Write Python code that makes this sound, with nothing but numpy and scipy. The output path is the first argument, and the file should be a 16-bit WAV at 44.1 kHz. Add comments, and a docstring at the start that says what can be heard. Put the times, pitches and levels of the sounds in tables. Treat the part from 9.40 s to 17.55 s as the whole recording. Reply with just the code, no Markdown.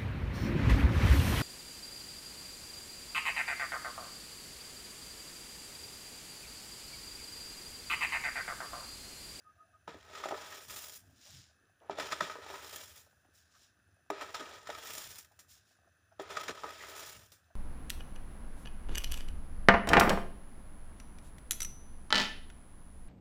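"""A gas ring burns low under a simmering pan in a small kitchen; three faint pips, perhaps a bird,
come from outside. Then a spoon knocks on the wall of a hand-held plastic tub, exciting its modes, and
crunches through sugar by stick-slip friction. As it lifts, loose grains and clumps trickle back.
The spoonful is tipped into the pan, where many tiny impacts sum to a hiss. Three more scoops follow;
the last is lifted but not yet poured when the sound ends."""
import sys
import numpy as np
from scipy import signal
from scipy.fft import rfft, irfft, next_fast_len
from scipy.io import wavfile
from scipy.ndimage import uniform_filter1d

SR = 44100
rng = np.random.default_rng(int(sys.argv[2]) if len(sys.argv) > 2 else 0)


def unload_audio(sound):
    """Save the sound as a 16-bit wav file, at the path given as the first command line argument."""
    columns = np.transpose(np.atleast_2d(sound))
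    # keep every value between -1 and 1, then stretch to whole-number steps
    steps = np.round(np.clip(columns, -1, 1) * 32767)
    wavfile.write(sys.argv[1], SR, steps.astype(np.int16))


N = 359583
TIME = np.arange(N) / SR

# spectral envelopes: f/Hz, relative level/dB
FLAME_SPECTRUM = [(25, -19), (70, 0), (130, 2), (280, -5.5), (480, -9), (660, -5.5), (950, -14), (1300, -5),
                  (1700, 0.5), (2100, -17), (4000, -14.5), (6500, -23), (9000, -23), (15500, -30)]
GRIP_SPECTRUM = [(25, -67), (50, -9), (78, 8.5), (100, 0), (135, -3), (220, -10), (400, -28.5), (1000, -57)]
SCRAPE_SPECTRUM = [(60, -17), (140, -20.5), (350, -6), (900, 0), (2000, -5), (4000, -4.5), (8000, -18),
                   (16000, -63)]
RUBBING_SPECTRUM = [(300, -11), (1200, -0.5), (2200, 0.5), (3400, 3), (5500, -0.5), (7300, -5.5),
                    (10000, -12.5), (16000, -22)]
TRICKLE_SPECTRUM = [(500, -13.5), (2000, -8), (5000, 1), (7300, -0.5), (10000, -1.5), (13000, -3),
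                    (16000, -6)]
POUR_SPECTRUM = [(500, -19), (1500, -7), (2500, -5), (4000, 1.5), (5500, 0.5), (7200, -3), (10000, -7.5),
                 (16000, -15)]
# low drone and faint whistles around the stove: f/Hz, bandwidth/Hz, level/dB
STOVE_TONES = [(79, 7, -78), (99, 7, -79.5), (1572, 110, -84), (1775, 90, -86.5), (2600, 110, -88.5),
               (6110, 120, -90), (9890, 105, -88)]
# notes from outside: t/s, duration/s, level/dB
BIRD_PIPS = [(0.031, 0.1, -58), (0.171, 0.087, -58), (0.327, 0.048, -58)]
# dull hums: t/s, duration/s, level/dB, f/Hz, bandwidth/Hz
FAINT_HUMS = [(0.135, 0.28, -74.5, 676, 49.7), (1.554, 0.36, -73.5, 254, 50),
              (1.558, 0.27, -66.5, 88.9, 54.14), (1.869, 0.18, -60, 102, 48.7)]
# modes of the tub and the air in it: f/Hz, relative level/dB, T60/s
TUB_MODES = [(167.5, -11.5, 0.063), (302.4, -8.5, 0.049), (397, -9.5, 0.1), (457.6, -11, 0.066),
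             (558, -9.5, 0.043), (615, -9, 0.045), (810, -10, 0.015), (908, -18, 0.042), (980, -17, 0.048),
             (1189, -19.5, 0.13), (1267, -3, 0.041), (1440, -5.5, 0.011), (1733, -2, 0.011),
             (1831, -17, 0.068), (2330, -19, 0.071), (3080, -26, 0.052), (3273, -23.5, 0.061),
             (3460, -13.5, 0.016), (3760, -13.5, 0.028), (4160, -16, 0.054)]
# modes of the steel spoon, damped by sugar and hand: f/Hz, relative level/dB, T60/s
SPOON_MODES = [(2740, -7, 0.12), (3367, -2.5, 0.097), (3532, -3, 0.095), (5360, -5, 0.12),
               (5800, -5.5, 0.14), (7360, -10, 0.12), (7490, -1, 0.2), (8680, 1, 0.17), (9140, 1.5, 0.12),
               (10100, -2, .13), (10300, -4, 0.12), (10870, -2, 0.11), (11600, 1, .13)]
# the spoon touches the wall, bites, turns, heaves its load to a crest and comes clear:
# t/s of touch, bite, turn, crest, clearing and first spill; bite duration/s;
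# effort at the bite/dB, sag until the turn/dB, effort at the crest/dB and on clearing/dB; lift/1
SCOOP_STROKES = [(0.473, 0.787, 1.262, 1.284, 1.573, 0.87, 0.14, -52.5, 1, -47.5, -62, 1.06),
                 (2.496, 2.598, 2.97, 3.335, 3.603, 3.03, 0.037, -47.5, 9.5, -49.5, -66, 0.87),
                 (4.71, 4.807, 5.25, 5.532, 5.804, 5.27, .046, -54.5, 2.5, -47, -61, 1),
                 (6.791, 6.921, 7.12, 7.62, 7.856, 7.19, 0.053, -49, 5, -48.5, -65, 0.75)]
# jolts of the spoon: t/s, relative knock level/dB, f/Hz of the spot, relative crunch level/dB, decay/s
WALL_CONTACTS = [(0.478, -32.5, 859, -41.5, 0.0076), (0.544, -42, 590, -51, 0.0072),
                 (0.749, -48, 1430, -43, 0.02), (0.775, -43, 1160, -42.5, .023),
                 (0.838, -30.5, 1250, -36.5, 0.012), (0.857, -27, 730, -56, 0.028),
                 (0.91, -29, 810, -54, 0.0075), (0.9234, -25, 708, -62, 0.019),
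                 (0.944, -35, 1100, -50, .005), (0.979, -42, 880, -44.5, 0.18),
                 (1.125, -42, 1720, -41, 0.012), (1.207, -53, 1290, -44, 0.0048),
                 (2.497, -24.5, 800, -66, 0.0023), (2.586, -31.5, 690, -29.5, 0.003),
                 (2.599, -41, 980, -26, 0.0077), (2.714, -49, 1460, -35, 0.0097),
                 (2.722, -39, 1200, -27, 0.0043), (2.728, -29.5, 1230, -29.5, 0.0065),
                 (2.8077, -20.5, 1282, -24.5, 0.005), (2.822, -38, 1110, -31.5, 0.051),
                 (2.898, -35, 1290, -38, 0.042), (2.955, -35, 950, -66, 0.009),
                 (2.987, -43, 600, -55, .006), (3.065, -41.5, 830, -44, 0.012),
                 (3.101, -37, 785, -42.5, 0.037), (3.14, -36.5, 1013, -43, 0.038),
                 (4.7023, -23.5, 812, -35.5, 0.0041), (4.811, -35, 1020, -36, 0.005),
                 (4.825, -35.5, 845, -36.5, 0.0062), (4.945, -40, 1154, -31, 0.013),
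                 (4.997, -44, 890, -36.5, 0.01), (5.008, -38.5, 1260, -44, 0.012),
                 (5.272, -45, 1070, -37, 0.0054), (5.292, -33, 663, -47, 0.0042),
                 (5.301, -33.5, 916, -35.5, .005), (5.35, -41, 1210, -35.5, 0.0062),
                 (6.7964, -29.5, 757, -40.5, 0.019), (6.903, -45, 533, -37.5, 0.016),
                 (6.9705, -30, 1320, -26.5, 0.0055), (7.01, -40, 1260, -35, 0.0086),
                 (7.034, -49, 1400, -36.5, 0.0045), (7.082, -38, 1470, -30, 0.0082),
                 (7.093, -32.5, 1250, -30.5, 0.0057), (7.107, -48, 567, -35, 0.0068),
                 (7.175, -43, 1190, -54, .01), (7.235, -32, 1080, -41, 0.031),
                 (7.242, -32.5, 913, -44, .005), (7.437, -41.5, 1150, -42, 0.0046)]
# the tub gives way under the hardest pushes: t/s, level/dB, f/Hz, swell/s
TUB_THUMPS = [(0.478, -44.5, 230, .009), (0.545, -46.5, 300, 0.0064), (0.923, -38, 410, 0.0087),
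              (2.5, -43.5, 209, 0.012), (2.6, -41, 240, 0.00896), (2.814, -38.5, 200, .009),
              (4.702, -34.5, 390, 0.0078), (5.0, -44, 240, .009), (6.797, -39.5, 327, .007),
              (7.088, -34, 310, 0.0076), (7.236, -42.5, 380, .007)]
# the tub shifts in the hand as it is raised: t/s, level/dB, f/Hz
HAND_BUMPS = [(1.26, -56, 85), (5.63, -55.5, 80), (7.74, -55.5, 80)]
# bright gritty sprays of sugar: t/s, relative level/dB, decay/s
SUGAR_SPRAYS = [(1.283, -32, 0.017), (1.306, -32, 0.031), (1.3605, -25, 0.017), (1.496, -29.5, .004),
                (1.522, -34, 0.0096), (3.328, -29, 0.0059), (3.359, -22, 0.005), (3.436, -37, .004),
                (4.703, -33.5, 0.0037), (5.535, -23, 0.0044), (5.551, -24, 0.0044), (5.673, -31, 0.0033),
                (3.5575, -34.5, 0.048), (5.5792, -20.5, 0.0055), (5.7571, -32, 0.0053), (5.785, -29, 0.004),
                (5.8474, -37.5, 0.007), (5.918, -49, 0.0094), (5.9914, -35.5, 0.021), (6.818, -36, 0.0067),
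                (7.011, -36, .005), (7.035, -32, .006), (7.594, -28, .016), (7.66, -31, 0.022),
                (7.9182, -36.5, 0.026)]
# larger bubbles in the pan: t/s, level/dB, f/Hz, swell/s
BUBBLE_PLOPS = [(1.63, -65.5, 715, 0.0062), (1.85, -60.5, 650, 0.019), (2.225, -67, 290, 0.014),
                (3.662, -62.5, 636, 0.0044), (3.726, -64, 650, .004), (3.845, -64, 766, 0.0031),
                (3.879, -64, 296, 0.0049), (4.138, -62, 1256, 0.0092), (5.91, -63, 690, 0.006),
                (6.468, -62, 660, 0.0036), (6.714, -56.5, 714, 0.0056), (8.1, -59.5, 676, 0.0049)]
# sugar sliding into the pan: t/s of the peak, relative level/dB, rise/s, fall/s, treble gain/dB
SUGAR_POURS = [(1.92, -59.5, 0.12, 0.14, -6), (3.96, -71.5, 0.022, 0.095, 3.5),
               (4.22, -69.5, 0.1, 0.078, -5), (6.105, -66, 0.017, 0.1, 5), (6.29, -76.5, 0.03, 0.091, -1)]
# rubs of the spoon along the plastic: t/s, level/dB, f/Hz, bandwidth/Hz, swell/s
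WALL_RASPS = [(2.405, -53.5, 494, 413, 0.029), (2.45, -58.5, 696, 800, .025), (4.76, -46, 2330, 357, .027),
              (7.39, -44, 1950, 360, 0.024)]
# peaks and dips of the microphone port: f/Hz, bandwidth/Hz, gain/dB
PORT_RESONANCES = [(4330, 770, -4), (5140, 240, 3.4), (5780, 260, 2.6), (6300, 330, -5.4),
                   (7050, 1090, 5.5), (7990, 700, -5.6), (13730, 1790, -5), (15050, 890, 12.5)]

SKID_S = 0.13   # the spoon skids on the wall for this long after each touch


def from_db(db):
    return 10 ** (np.asarray(db) / 20)


def rms_one(x):
    return x / np.sqrt(np.mean(x ** 2) + 1e-20)


def peak_one(x):
    return x / (np.abs(x).max() + 1e-20)


def add(out, s, sound):
    """Superposition: a sound joins the mix at time s."""
    start = max(round(s * SR), 0)
    out[start:start + len(sound)] += sound[:N - start]


def colour(x, spectrum):
    """Linear filtering by a smooth spectral envelope; rms 1."""
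    hz, db = np.transpose(spectrum)
    size = next_fast_len(len(x) + 2048)
    bin_hz = np.maximum(np.arange(size // 2 + 1) * SR / size, 1)
    gain = from_db(np.interp(np.log(bin_hz), np.log(hz), db))
    return rms_one(irfft(rfft(x, size) * gain, size)[:len(x)])


def drift(per_s):
    """Random modulation, interpolated between independent values; rms 1."""
    knots = rng.standard_normal(8192)
    return rms_one(np.interp(TIME * per_s, np.arange(len(knots)), knots))


def resonate(x, hz, width_hz):
    """A damped second-order resonator with unit gain at its peak."""
    radius = np.exp(-np.pi * width_hz / SR)
    feedback = [1, -2 * radius * np.cos(2 * np.pi * hz / SR), radius ** 2]
    return signal.lfilter(np.array([1, 0, -1]) * (1 - radius ** 2) / 2, feedback, x + 1e-18)


def narrowband(x, hz, width_hz):
    """Two resonators in cascade confine a signal to a band with steep skirts."""
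    return resonate(resonate(x, hz, width_hz), hz, 2 * width_hz)


def puff(hz, width_hz, swell_s):
    """Transient response of a resonance to a soft burst of noise; peak 1."""
    age = TIME[:SR // 4] / swell_s
    push = rng.standard_normal(len(age)) * age * np.exp(-age)
    return peak_one(narrowband(push, hz, width_hz))


def grains(per_s, spread_db, size=N):
    """Shot noise: independent impulses of uneven strength."""
    strength = from_db(spread_db * np.minimum(rng.exponential(1, size), 4))
    return strength * rng.choice([-1, 1], size) * (rng.random(size) < per_s / SR)


def stove(flame_db=-75.5, bubble_db=-81, tick_db=-95):
    """Broadband flame noise and narrowband tones; small bubbles and surface ticks ring as resonators."""
    flame = from_db(flame_db) * colour(rng.standard_normal(N), FLAME_SPECTRUM)
    tones = sum(from_db(db) * rms_one(narrowband(rng.standard_normal(N), hz, width_hz))
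                for hz, width_hz, db in STOVE_TONES)
    bubbles = sum(resonate(grains(per_s=32, spread_db=4), hz, 90) for hz in (300, 620, 700, 1250, 1520))
    ticks = sum(resonate(grains(per_s=7, spread_db=3.5), hz, 500) for hz in (3000, 3900, 5200))
    return flame + tones + from_db(bubble_db) * rms_one(bubbles) + from_db(tick_db) * rms_one(ticks)


def handling(digging_db=-72, rest_db=-84, ease_s=0.11, unsteady_db=2.0):
    """Structure-borne rumble of the tub moving in the hand, stronger while the spoon is in it."""
    busy = sum((TIME > touch) * (TIME < clear) for touch, _, _, _, clear, *_ in SCOOP_STROKES)
    busy = uniform_filter1d(busy.astype(float), size=round(ease_s * SR))
    level_db = rest_db + (digging_db - rest_db) * busy + unsteady_db * drift(9)
    return from_db(level_db) * colour(rng.standard_normal(N), GRIP_SPECTRUM)


def bird(hz=1250, waver=0.005, flutter_db=2.5):
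    """Amplitude and frequency modulation shape a pure tone into three wavering pips."""
    swell = sum(from_db(db) * np.sin(np.pi * np.clip((TIME - s) / length, 0, 1)) ** 2
                for s, length, db in BIRD_PIPS)
    phase = 2 * np.pi * np.cumsum(hz * (1 + waver * drift(110))) / SR
    return swell * from_db(flutter_db * drift(110)) * np.sin(phase)


def hums():
    """Narrowband noise is heard as unsteady low tones, under the pips and around the first pour."""
    out, t = np.zeros(N), TIME[:SR // 2]
    for s, length, db, hz, width_hz in FAINT_HUMS:
        tone = rms_one(narrowband(rng.standard_normal(len(t)), hz, width_hz))
        add(out, s, from_db(db) * np.sin(np.pi * np.clip(t / length, 0, 1)) * tone)
    return out


def tub(force, direct, vary_db=0.0, detune=0.0):
    """Modal response: a force is heard at once, then rings in modes that can vary with spot and grip."""
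    t = TIME[:SR // 7]
    chance = rng.standard_normal((len(TUB_MODES), 2))
    response = sum(from_db(db + vary_db * a - 60 * t / t60)
                   * np.cos(2 * np.pi * hz * (1 + detune * b) * t)
                   for (hz, db, t60), (a, b) in zip(TUB_MODES, chance))
    response = response / np.sqrt(np.sum(response ** 2))
    return direct * force + signal.fftconvolve(force, response)[:len(force)]


def stroke(touch, bite, turn, crest, clear, spill, bite_s, bite_db, sag_db, crest_db, clear_db, lift):
    """Envelopes of scrape, rubbing and trickle: effort drives all, height trades scrape for trickle."""
    entry_db, heave_db, release_db, settle_db_per_s = -67, 8.5, -76.5, 68
    slowing, turned, released = turn - 0.053, turn + 0.035, clear + 0.046
    phases = [(touch, entry_db), (bite - bite_s, entry_db), (bite, bite_db), (turn, bite_db - sag_db),
              (turned, crest_db - heave_db), (crest, crest_db), (clear, clear_db),
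              (released, release_db)]
    effort_db = np.interp(TIME, *np.transpose(phases))
    effort_db -= settle_db_per_s * np.maximum(TIME - released, 0)   # the last grains settle
    effort_db += np.interp(TIME, [slowing, turn, turned], [0, -5.5, 0])   # the spoon slows to turn
    height = lift * np.interp(TIME, [spill, crest, clear], [0, 0.72, 1])   # 0 buried, about 1 clear
    skid = np.interp(TIME, [touch, touch + SKID_S], [1, 0])
    scrape_db = 2.5 - 12.5 * height + 18 * skid
    trickle_db = -18 + 21 * height
    landing = np.clip((TIME - touch) / 0.014, 0, 1)
    return landing * from_db([effort_db + scrape_db, effort_db, effort_db + trickle_db])


def crumbling(per_s, swell, decay_s):
    """Exponential relaxation: each lump that gives way briefly strengthens the stream of grains."""
    lumps = rng.uniform(0, 1, N) * (rng.random(N) < per_s / SR)
    return 1 + swell * signal.lfilter([1], [1, -np.exp(-1 / (decay_s * SR))], lumps + 1e-18)


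def crystals(per_s, spread_db, pressure, clusters_per_s, cluster_db):
    """Granular noise: fine sandy clicks, and larger clusters that each ring briefly at their own pitch."""
    clicks = grains(clusters_per_s, spread_db) * pressure
    pitches = np.geomspace(1800, 15300, 20)
    pitch_index = rng.integers(0, len(pitches), N)
    ticks = sum(resonate(clicks * (pitch_index == k), hz, 0.0275 * hz) for k, hz in enumerate(pitches))
    return from_db(cluster_db) * rms_one(ticks) + rms_one(grains(per_s, spread_db) * pressure)


def digging(slip_db=1.5, stall_db=1.0, rubbing_db=-2.5, spurt_db=1.4):
    """Stick-slip friction: each tiny slip of the spoon shakes the tub and grinds crystals together."""
    gains = sum(stroke(*scoop) for scoop in SCOOP_STROKES)
    # the sugar gives way in spurts, so the balance of the three sounds keeps shifting
    scrape_gain, rubbing_gain, trickle_gain = (gain * from_db(spurt_db * drift(28)) for gain in gains)
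    slips = from_db(slip_db * drift(170) + stall_db * drift(60))
    slips *= crumbling(per_s=50, swell=1.03, decay_s=0.0035)
    grinding = grains(per_s=7600, spread_db=2.5) * slips
    scrape = rms_one(tub(colour(grinding, SCRAPE_SPECTRUM), direct=0.66))
    packed = crystals(per_s=10000, spread_db=2.0, pressure=slips, clusters_per_s=1200, cluster_db=-5.5)
    rubbing = rms_one(tub(colour(packed, RUBBING_SPECTRUM), direct=3.8))
    loose = crystals(per_s=10000, spread_db=4.5, pressure=slips, clusters_per_s=3000, cluster_db=-12)
    trickle = colour(loose, TRICKLE_SPECTRUM)
    return scrape * scrape_gain + from_db(rubbing_db) * rubbing * rubbing_gain + trickle * trickle_gain


def spoon(x, ring_db=-14.0):
    """Forced vibration: grains drive the spoon's modes, which decay freely when they stop."""
    t = TIME[:SR // 3]
    response = sum(from_db(db - 60 * t / t60) * np.sin(2 * np.pi * hz * t) for hz, db, t60 in SPOON_MODES)
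    response = response / np.sqrt(np.sum(response ** 2))
    return x + from_db(ring_db) * signal.fftconvolve(x, response)[:N]


def blip(t, hz, swell_s):
    """A damped oscillation whose envelope peaks at 1 after swell_s."""
    age = t / swell_s
    return age * np.exp(1 - age) * np.sin(2 * np.pi * hz * t)


def contacts(recoil_db=-18, chatter_db=-6, press_s=0.0018, bite_s=0.00076):
    """Impact excitation: the wall gives a damped knock while trapped crystals crack in a burst."""
    out, lead = np.zeros(N), TIME[SR // 40]
    t = TIME[:SR // 5] - lead
    after = np.maximum(t, 0)
    for s, knock_db, hz, crunch_db, decay_s in WALL_CONTACTS:
        buried = any(touch + SKID_S / 2 < s < clear for touch, _, _, _, clear, *_ in SCOOP_STROKES)
        rise_s = press_s if buried else bite_s   # buried crystals start to crack before the wall gives
        crushing = np.exp(np.minimum(t - bite_s, 0) / rise_s - after / decay_s)
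        burst = grains(per_s=9000, spread_db=3.5, size=len(t)) * crushing
        # the struck spot sounds first, then the whole wall springs back, lower and slower
        spot = blip(after, hz, swell_s=0.00089)
        recoil = from_db(recoil_db) * blip(after, 0.527 * hz, swell_s=0.0042)
        chatter = from_db(chatter_db) * peak_one(resonate(burst, hz, 0.44 * hz))
        knock = peak_one(tub(spot + recoil + chatter, direct=0.38, vary_db=2.0, detune=0.0057))
        crunch = peak_one(tub(colour(burst, RUBBING_SPECTRUM), direct=0.6))
        add(out, s - lead, from_db(knock_db + 0.3) * knock + from_db(crunch_db + 1) * crunch)
    return out


def thumps():
    """Flexure: the tub answers a hard push with a hollow thud, and bumps softly in the hand."""
    out = np.zeros(N)
    for s, db, hz, swell_s in TUB_THUMPS:
        push = puff(hz, width_hz=190, swell_s=swell_s)
        add(out, s, from_db(db) * peak_one(tub(push, direct=1.11)))
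    for s, db, hz in HAND_BUMPS:
        add(out, s, from_db(db) * puff(hz, width_hz=58, swell_s=0.029))
    return out


def sprays():
    """Decaying shot noise: sugar scatters brightly as the spoon strikes or digs and as clumps fall back."""
    out, t = np.zeros(N), TIME[:SR // 8]
    for s, db, decay_s in SUGAR_SPRAYS:
        spray = grains(per_s=9100, spread_db=3.0, size=len(t)) * np.exp(-t / decay_s)
        add(out, s, from_db(db - 7.5) * peak_one(tub(colour(spray, TRICKLE_SPECTRUM), direct=0.62)))
    return out


def plops(pan_hz=1330, pan_db=-6.5):
    """Resonance: a larger bubble opens softly in the thick liquid, and the pan answers."""
    out = np.zeros(N)
    for s, db, hz, swell_s in BUBBLE_PLOPS:
        bubble = puff(hz, width_hz=167, swell_s=swell_s)
        pan = from_db(pan_db) * puff(pan_hz, width_hz=420, swell_s=swell_s)
        add(out, s, from_db(db) * (bubble + pan))
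    return out


def flow(s, rise_s, fall_s):
    """Asymmetric Gaussian envelope of a stream of sugar, peaking at 1 at time s."""
    distance = (TIME - s) / np.where(TIME < s, rise_s, fall_s)
    return np.exp(-np.minimum(distance ** 2, 20))


def pouring(spray_hz=7840, spray_fall_ratio=0.7):
    """Incoherent summation: crystals meeting the liquid add up to a hiss whose treble fades first."""
    impacts = grains(per_s=5500, spread_db=2.5) * crumbling(per_s=91, swell=0.95, decay_s=0.002)
    hiss = colour(impacts, POUR_SPECTRUM)
    dull = signal.sosfiltfilt(signal.butter(2, spray_hz, fs=SR, output="sos"), hiss)
    body_gain = sum(from_db(db) * flow(s, rise_s, fall_s) for s, db, rise_s, fall_s, _ in SUGAR_POURS)
    spray_gain = sum(from_db(db + spray_db) * flow(s, rise_s, spray_fall_ratio * fall_s)
                     for s, db, rise_s, fall_s, spray_db in SUGAR_POURS)
    return from_db(3.0) * (dull * body_gain + (hiss - dull) * spray_gain)


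def rasps():
    """Frictional excitation: the spoon's edge catches on the wall and sings roughly for a moment."""
    out = np.zeros(N)
    for s, db, hz, width_hz, swell_s in WALL_RASPS:
        add(out, s, from_db(db) * puff(hz, width_hz, swell_s))
    return out


def kitchen(x, t60=0.16, wet_db=-15, wall_hz=6000, delay_s=0.004):
    """Reverberation: reflections from the tiles arrive after a short delay and decay exponentially."""
    t = TIME[:SR // 2]
    tail = rng.standard_normal(len(t)) * from_db(-60 * t / t60) * (t > delay_s)
    tail = tail / np.sqrt(np.sum(tail ** 2))
    tail = signal.sosfilt(signal.butter(1, wall_hz, fs=SR, output="sos"), tail)
    return x + from_db(wet_db) * signal.fftconvolve(x, tail)[:N]


def scene():
    """Superposition of spoon and sugar, close by, on the quiet stove."""
    sugar = spoon(digging() + contacts() + sprays())
    near = sugar + rasps() + thumps() + pouring() + plops() + handling()
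    return (kitchen(near + bird()) + hums() + stove())[None, :]


def record(dry, cutoff_hz=15500):
    """Resonances of the microphone port colour the treble; a steep low-pass removes the top."""
    for hz, width_hz, db in PORT_RESONANCES:
        dry = dry + (from_db(db) - 1) * resonate(dry, hz, width_hz)
    return signal.sosfilt(signal.ellip(12, 0.1, 80, cutoff_hz, fs=SR, output="sos"), dry)


dry = scene()
out = record(dry)
unload_audio(out)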